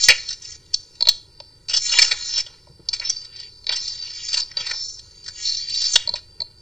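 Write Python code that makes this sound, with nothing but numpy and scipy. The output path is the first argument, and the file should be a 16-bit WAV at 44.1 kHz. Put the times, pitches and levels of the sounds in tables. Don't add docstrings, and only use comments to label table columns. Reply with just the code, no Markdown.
import sys
import numpy as np
from scipy import signal
from scipy.fft import rfft, irfft, next_fast_len
from scipy.io import wavfile
from scipy.ndimage import uniform_filter1d

SR = 44100
rng = np.random.default_rng(int(sys.argv[2]) if len(sys.argv) > 2 else 0)


def output_pcm(signal):
    pcm = np.clip(np.atleast_2d(signal).T, -1, 1) * 32767
    wavfile.write(sys.argv[1], SR, np.round(pcm).astype(np.int16))


def gain_from_db(level_db):
    decades = np.asarray(level_db, float) / 20
    return 10 ** decades


N = 291501


def evened(x):
    return x / np.sqrt(np.mean(x ** 2) + 1e-20)


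def read(points, hz):
    f, value = np.transpose(points)
    return np.interp(np.log(hz + 1), np.log(f + 1), value)


def ring(x, hz, width_hz):
    return signal.lfilter(*signal.iirpeak(hz, hz / width_hz, SR), x)


def steep(x, hz, width_hz):
    y = ring(ring(x, hz, width_hz), hz, width_hz)
    return y / abs(y).max()


def drift(length, size):
    wander = uniform_filter1d(rng.standard_normal(length), size)
    return evened(uniform_filter1d(wander, size))


def blotches(shape, bins, frames):
    patches = uniform_filter1d(rng.standard_normal(shape[::-1]).T, bins, axis=0)
    return evened(uniform_filter1d(patches, frames, axis=1))


def delayed(x, s):
    size = next_fast_len(N + 512)
    turn = np.exp(-2j * np.pi * np.fft.rfftfreq(size, 1 / SR) * s)
    return irfft(rfft(x, size) * turn, size)[..., :N]


def add(mix, s, sound):
    part = mix[round(s * SR):][:len(sound)]
    part += sound[:len(part)]


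# t/s, sliding level/dB, sheet body level/dB, flap level/dB,
# fizz level/dB, microphone port whistle level/dB, pitch of the gap between pages f/Hz
STROKES = [
    [(0.0, -24.5, -37, -56, -34.5, 3.5, 4700), (0.042, -21, -44, -58, -22, -10, 4990),
     (0.126, -35, -31, -50, -48.5, -5, 4850), (0.244, -33, -58, -57.5, -54.5, -12, 4440),
     (0.34, -28.5, -47.5, -62, -54, -7, 4850)],
    [(0.355, -46, -66, -69, -58, -2, 5120), (0.41, -48, -66, -72, -65, -4, 5150)],
    [(0.425, -42, -53, -62, -53, 3, 5230), (0.489, -38.5, -56, -59.5, -48, 0, 5230),
     (0.56, -41, -57, -69, -50, -3, 5320)],
    [(0.575, -61.5, -68, -81, -72, 12, 4690), (0.793, -59, -72, -72, -70, -4, 4740),
     (0.961, -51.5, -72, -69.5, -69.5, 2, 4400), (1.079, -52, -65, -63, -62, 2, 4350),
     (1.195, -70, -79, -80, -76, -3, 4350), (1.281, -58, -74, -77, -79, 3, 4750),
     (1.433, -54.5, -77, -74, -85.5, 11, 4500), (1.67, -66, -79, -71.5, -73, 3.5, 4720)],
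    [(1.69, -66, -81, -74, -70.5, 13.5, 5040), (1.746, -30, -61.5, -60, -53.5, -5, 5280),
     (1.856, -24, -44, -58, -30.5, -18, 5050), (1.906, -18.5, -39.5, -43.5, -41, -11, 4650),
     (1.974, -22, -26.5, -38, -32.5, -19, 4860), (2.072, -24.5, -36, -39.5, -36, -3, 4730),
     (2.152, -33, -45.5, -44, -46, -13, 4400), (2.264, -28, -48, -54, -42.5, -12.5, 4800),
     (2.405, -24, -34, -48, -48.5, -5, 5200)],
    [(2.425, -46, -56, -60.5, -64.5, -2.5, 4700), (2.513, -50.5, -63, -57.5, -73, 1, 4560),
     (2.605, -57, -70, -67, -72.5, -9, 4760), (2.731, -60.5, -84, -85, -86, 5.5, 4800),
     (2.933, -61.5, -66.5, -53.5, -84, 7, 4880), (2.99, -44, -63, -61, -59, 1, 4770)],
    [(3.02, -51, -60, -45, -66, 10, 5010), (3.058, -17, -41, -49, -54, -24.5, 5300),
     (3.124, -39, -52.5, -63, -68, 20, 5520), (3.206, -42.5, -62, -59, -65, 10, 4700),
     (3.32, -55, -64, -67, -71.5, 14, 4650)],
    [(3.34, -48, -56, -71, -74, 10, 4700), (3.43, -40, -48, -70, -63, 6, 4530),
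     (3.48, -56, -56, -70, -62, 20, 4700)],
    [(3.5, -49.5, -70.5, -78, -78.5, 4, 4630), (3.66, -57, -88, -69, -71, 14, 4620)],
    [(3.7, -30.5, -32, -33, -65, -4, 4440), (3.722, -22.5, -40, -40, -84, 2.5, 4500),
     (3.81, -28.5, -49, -55, -52, -5, 4960), (3.842, -28, -54, -54.5, -50, -8, 4940),
     (4.0, -37.5, -52.5, -59.5, -56.5, 14, 4350), (4.096, -36.5, -48, -55, -55.5, 2, 4840),
     (4.278, -35.5, -47, -67, -45, 4.5, 4950), (4.394, -29.5, -43, -38.5, -41, 8, 4600),
     (4.43, -37, -54, -49, -71, 9, 4640)],
    [(4.45, -45, -68, -63, -75, 3, 4740), (4.56, -47.5, -59, -55, -74, -7, 4530)],
    [(4.575, -37, -40.5, -42, -57, 17, 4600), (4.641, -33, -43, -47.5, -54, -4, 4370),
     (4.745, -27.5, -53, -44.5, -52, -9, 4940), (4.817, -28.5, -61, -64, -49, -4, 5340),
     (4.933, -33.5, -76, -72, -50, -10, 5590), (5.019, -47, -70, -62.5, -63.5, -2, 4620),
     (5.297, -59.5, -65.5, -73, -62.5, 25, 4620), (5.405, -33, -47, -58, -42.5, -7, 4870),
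     (5.459, -23.5, -44, -62, -41, -4, 4520), (5.577, -24.5, -47, -68, -47.5, -5, 4600),
     (5.657, -38, -47.5, -76, -54, 12, 4450), (5.847, -18.5, -43.5, -51, -43, 1, 4650),
     (5.941, -26.5, -45.5, -59, -28, -3, 4800), (6.027, -52, -44, -59, -73, -1, 4640),
     (6.143, -46, -62, -66, -70, 7, 4360), (6.19, -37.5, -54, -55, -69, -1.5, 4330)],
    [(6.21, -63, -75.5, -71, -72, 14, 4630), (6.468, -69.5, -71, -74, -84, 21.5, 4580),
     (6.61, -62, -84, -83, -79, 15, 4670)],
]
# f/Hz, level/dB (per Hz)
PAPER_RESPONSE = [(120, -29.5), (300, -11.5), (700, -0.5), (1050, 2), (1400, 4), (2300, 6.5), (3200, 7),
                  (3700, -2), (4500, 0), (5200, -1.5), (6000, 0), (6800, 13.5), (8000, -7)]


def rustle(hump_db=7.5):
    slips = rng.standard_normal(N) * gain_from_db(1.2 * drift(N, size=200))
    hz, t, z = signal.stft(evened(slips), SR, nperseg=256, noverlap=192)
    s, *columns = np.transpose(sum(STROKES, []))
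    slide_db, body_db, flap_db, fizz_db, whistle_db, gap_hz = (np.interp(t, s, c) for c in columns)

    flap = read([(1300, 1), (2000, 0)], hz)
    fizz = read([(5600, 0), (6600, 1)], hz)
    slide = read([(3200, 0), (4000, 1)], hz) - fizz
    body = 1 - flap - fizz - slide
    port = np.exp(-((hz - 4660) / 200) ** 2)
    field_db = np.outer(slide, slide_db) + np.outer(body, body_db) + np.outer(flap, flap_db)
    field_db += np.outer(fizz, fizz_db) + np.outer(port, whistle_db)
    field_db += hump_db * np.exp(-((hz[:, None] - gap_hz) / 600) ** 2)

    grains = 2.2 * blotches(z.shape, bins=10, frames=2)
    patches = 2.8 * blotches(z.shape, bins=3, frames=36)
    field_db += (1 - .6 * port[:, None]) * (grains + patches)
    z = z * gain_from_db(field_db + read(PAPER_RESPONSE, hz)[:, None] + 3)
    return signal.istft(z, SR, nperseg=256, noverlap=192)[1][:N]


# t/s, peak level/dB, ring f/Hz, body f/Hz, body level/dB, t60/s
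CREASES = [(0.032, -4.5, 4350, 3360, -36, 0.056), (0.0381, -1.5, 5400, 3360, -33, 0.043),
           (0.0564, -22, 5200, 3350, -8, 0.04), (0.0854, 5.5, 5000, 2200, -11, 0.015),
           (0.0917, -1, 4840, 2200, -5, 0.036), (0.0996, -0.5, 4240, 2770, -6.5, 0.059),
           (0.1174, -20.5, 5000, 2280, 5, 0.037), (0.2304, -26, 5140, 3400, -21, 0.03),
           (0.2875, -15, 4420, 3230, -30, 0.051), (0.3033, -20, 5400, 1930, -21, 0.048),
           (0.3273, -18.5, 5230, 3330, -31, 0.035), (0.4202, -26, 5900, 3150, -23, 0.04),
           (0.4484, -25, 5200, 2874, -25.5, 0.042), (0.5173, -26.5, 5400, 3340, -17, 0.046),
           (0.7346, -18.5, 5020, 3360, -20, 0.058), (0.9533, -35, 4330, 2880, -22.5, 0.027),
           (1.0873, 6, 4330, 3600, -21, 0.031), (1.6847, -15.5, 4770, 2800, -18, 0.02),
           (1.695, -11, 4770, 2800, -19, 0.037), (1.7073, -18, 4850, 2770, -9, 0.084),
           (1.7353, -6, 4860, 3130, -12, 0.091), (1.7653, -4.5, 4960, 3030, -23, 0.055),
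           (1.7722, -7, 4760, 3410, -15, 0.044), (1.893, -11.5, 4300, 3370, -27, 0.027),
           (1.9205, -11.5, 5270, 2830, -10, 0.053), (1.9368, -15, 4250, 2740, -2, 0.034),
           (1.9872, 4.5, 4500, 2280, -15, 0.039), (2.0178, 0.5, 4620, 3440, -17, 0.047),
           (2.0234, -1, 4750, 2260, -14.5, 0.043), (2.045, -10, 5100, 2840, -13, 0.04),
           (2.0787, -15, 5300, 1410, -24, 0.032), (2.1123, -6, 4300, 2230, -10, 0.071),
           (2.3776, -9, 5200, 3390, -16, 0.046), (2.4035, -15, 5100, 2330, -25.5, 0.047),
           (2.449, -56, 5150, 3390, -2, 0.04), (2.4636, -31, 4520, 3270, -0.5, 0.039),
           (2.9311, -10, 4690, 2480, -19.5, 0.064), (2.9628, -23.5, 4340, 2410, -18, 0.035),
           (3.0131, -27.5, 4150, 2170, -5, 0.12), (3.0968, -4, 5640, 3500, -24.5, 0.029),
           (3.2131, -29, 4630, 3290, -20, 0.043), (3.247, -26.5, 4610, 2420, -20, 0.046),
           (3.361, -29, 4530, 3500, -25, 0.047), (3.3997, -25, 4630, 3200, -12, 0.032),
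           (3.7224, -14, 4400, 3360, -3.5, 0.064), (3.7598, -13, 5380, 2920, -19, 0.067),
           (3.8778, -15.5, 5100, 3380, -35, 0.036), (4.285, -18.5, 4610, 2440, -25, 0.046),
           (4.3297, -11, 4640, 3260, -14, 0.049), (4.3411, -5, 4730, 2860, -16, 0.037),
           (4.371, -7, 4600, 2760, -21.5, 0.069), (4.4009, -12, 4780, 3460, -31, 0.036),
           (4.4618, -49, 5170, 3600, -19, 0.04), (4.6034, -20, 4600, 3350, -5.5, 0.04),
           (4.6664, -13.5, 4420, 1910, -17.5, 0.038), (4.6972, -21.5, 5160, 1950, -12, 0.046),
           (4.7105, -13.5, 4360, 1920, -10, 0.035), (4.8923, -25.5, 5780, 3420, -41.5, 0.046),
           (4.9909, -25.5, 4600, 1900, -28, 0.039), (5.241, -27.5, 4700, 3290, -24.5, 0.045),
           (5.2615, -24.5, 4800, 1840, -20, 0.046), (5.2802, -17.5, 4680, 1830, -17, 0.05),
           (5.443, -26, 4330, 3400, -15, 0.036), (5.4748, -21, 4600, 3420, -26, 0.044),
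           (5.6959, -15, 4430, 3270, -31, 0.042), (5.7445, -14, 4340, 3350, -30, 0.063),
           (5.8142, -10.5, 4720, 3520, -19, 0.042), (5.8387, -13, 4900, 2430, -26, 0.052),
           (5.9337, -8.5, 5470, 3700, -19.5, 0.053), (5.9568, 2, 4340, 3440, -4.5, 0.032),
           (6.1552, -17.5, 4450, 2720, -13, 0.053)]


def crumples(thump_db=-20, fizz_db=-16, spread_db=-8, rise=.05):
    out, t = np.zeros(N), np.arange(6000) / SR
    noises = rng.standard_normal((len(CREASES), 6000))
    for (s, db, hz, body_hz, body_db, t60), noise in zip(CREASES, noises):
        t60 = max(t60, .005)
        swell = (1 - np.exp(-t / (rise * t60))) ** 2
        drive = noise * gain_from_db(-60 * t / t60) * swell
        top = steep(drive, hz, 1100)
        top = top + gain_from_db(spread_db) * steep(drive, 5000, 2800) + gain_from_db(fizz_db) * steep(drive, 7310, 1500)
        body = steep(drive, body_hz, 900)
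        body = body + gain_from_db(spread_db) * steep(drive, 2200, 2000) + gain_from_db(thump_db) * steep(drive, 700, 300)
        add(out, s - rise * t60, gain_from_db(db - 5.5) * (top + gain_from_db(body_db + 7.5) * body))
    return out


# t/s, peak level/dB, ring f/Hz, body level/dB, knock level/dB, ring time t/s
FINGER_TAPS = [(0.7427, -1.5, 4750, -46, -65, 0.00072), (1.0077, -7.5, 4420, -22, -29, 0.0017),
               (1.0243, -3, 4290, -42, -29.5, 0.0017), (1.0543, -15.5, 4120, -19, -31, 0.0013),
               (1.0719, -10.5, 4250, -18, -24.5, 0.00097), (1.0712, -5.5, 4360, -20, -24.5, 0.0021),
               (1.4017, -21, 4490, -16.5, -16, 0.0011), (2.6703, -45, 4870, -11.5, -0.5, 0.0016),
               (2.8879, -4, 4830, -37, -49.5, 0.001), (2.9978, -16, 4600, -16.5, -29, 0.0014),
               (3.6427, -31, 4450, -21, -38, 0.0013), (3.668, -10.5, 4150, -20, -38, 0.0016),
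               (3.693, -7.5, 4370, -10.5, -26.5, 0.0015), (4.5148, -26, 5070, -4, -42, 0.0016),
               (4.57, -9.5, 4420, -18.5, -27.5, 0.0015), (6.0746, -9.5, 4400, -34.5, -24.5, 0.0027),
               (6.0918, -7.5, 4310, -39, -27, 0.0022), (6.1389, -9.5, 4260, -50, -19, 0.0021),
               (6.4034, -13, 4380, -26.5, -28.5, 0.0021), (6.4182, -12.5, 4370, -51, -24.5, 0.0026)]


def taps(scatter=0.11, t60=0.024):
    lead = 130
    out, t = np.zeros(N), np.arange(4096) / SR
    scrape = 0.78 * (t * SR / lead) ** 2
    decay = gain_from_db(-60 * (t - lead / SR) / t60)
    envelope = np.where(t < lead / SR, scrape, decay)
    noises = rng.standard_normal((len(FINGER_TAPS), 4096))
    for (s, db, hz, body_db, knock_db, ring_s), noise in zip(FINGER_TAPS, noises):
        drive = scatter * noise * envelope
        drive[lead] = 1
        knock = steep(drive, 640, 150) + .7 * steep(drive, 920, 200)
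        width_hz = 2.2 / max(ring_s, .0005)
        cavity = steep(ring(ring(drive, hz, width_hz), hz, width_hz), hz, width_hz)
        tap = cavity + gain_from_db(-31) * steep(drive, 7000, 670) + gain_from_db(body_db) * steep(drive, 2190, 870)
        add(out, s - lead / SR, gain_from_db(db - 1.0) * (tap + gain_from_db(knock_db) * knock))
    return out


# t/s, peak level/dB
WRIST_BUMPS = [(0.08, -32), (0.485, -48), (1.982, -48), (2.416, -58.5), (2.693, -37.5), (2.793, -36.5),
               (3.142, -56), (3.688, -53), (4.6, -39), (5.371, -52), (5.71, -49), (5.939, -38),
               (6.101, -36), (6.395, -39.5)]


def bumps(t60=.12):
    out, t = np.zeros(N), np.arange(8000) / SR
    noises = rng.standard_normal((len(WRIST_BUMPS), 8000))
    for (s, db), noise in zip(WRIST_BUMPS, noises):
        push = noise * gain_from_db(-60 * t / t60)
        add(out, s, gain_from_db(db - 2.5) * steep(push, 140, 160))
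    return out


def desk(x, t60=0.33, wet_db=-16):
    t = np.arange(8000) / SR
    tail = rng.standard_normal(8000) * gain_from_db(-60 * t / t60) * (t > .003)
    return x + gain_from_db(wet_db) * signal.fftconvolve(x, tail / np.linalg.norm(tail))[:N]


# f/Hz, level/dB (per Hz)
ROOM_TONE = [(20, -6.5), (100, -4), (300, -12), (600, -25), (1400, -29), (3400, -37), (4200, -27),
             (4700, -11.5), (5300, -49), (7800, -32.5), (10800, -34.5), (11500, -45.5), (15500, -46.5),
             (16500, -77.5)]


def air(level_db=-50):
    hz, t, z = signal.stft(rng.standard_normal((N, 2)).T, SR, nperseg=2048)
    z = z * gain_from_db(read(ROOM_TONE, hz))[:, None]
    common, difference = signal.istft(z, SR, nperseg=2048)[1][:, :N]
    return gain_from_db(level_db - 6) * evened(common + .06 * difference * np.array([[1], [-1]]))


def scene(edge_hz=8050, port_delay_s=1.55e-5):
    paper = desk(rustle() + taps() + crumples()) + bumps()
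    band = signal.firwin(201, edge_hz, window=("kaiser", 9), fs=SR)
    paper = signal.oaconvolve(paper, band, "same")
    left, right = paper + air()
    return np.array([left, delayed(right, port_delay_s)])


def low_pass(x):
    return signal.sosfilt(signal.butter(12, 15900, fs=SR, output="sos"), x)


def record(dry, copy_s=34 / 16000):
    combed = dry + delayed(dry, copy_s)
    power = uniform_filter1d(combed[0] ** 2, size=2000, origin=900)
    level = uniform_filter1d(np.sqrt(abs(power)), size=2000)
    offset = 0.026 * np.tanh(level / .2) ** 1.3
    mix = np.clip(combed + offset, -1, 1)
    return low_pass(mix)


dry = scene()
out = record(dry)
output_pcm(out)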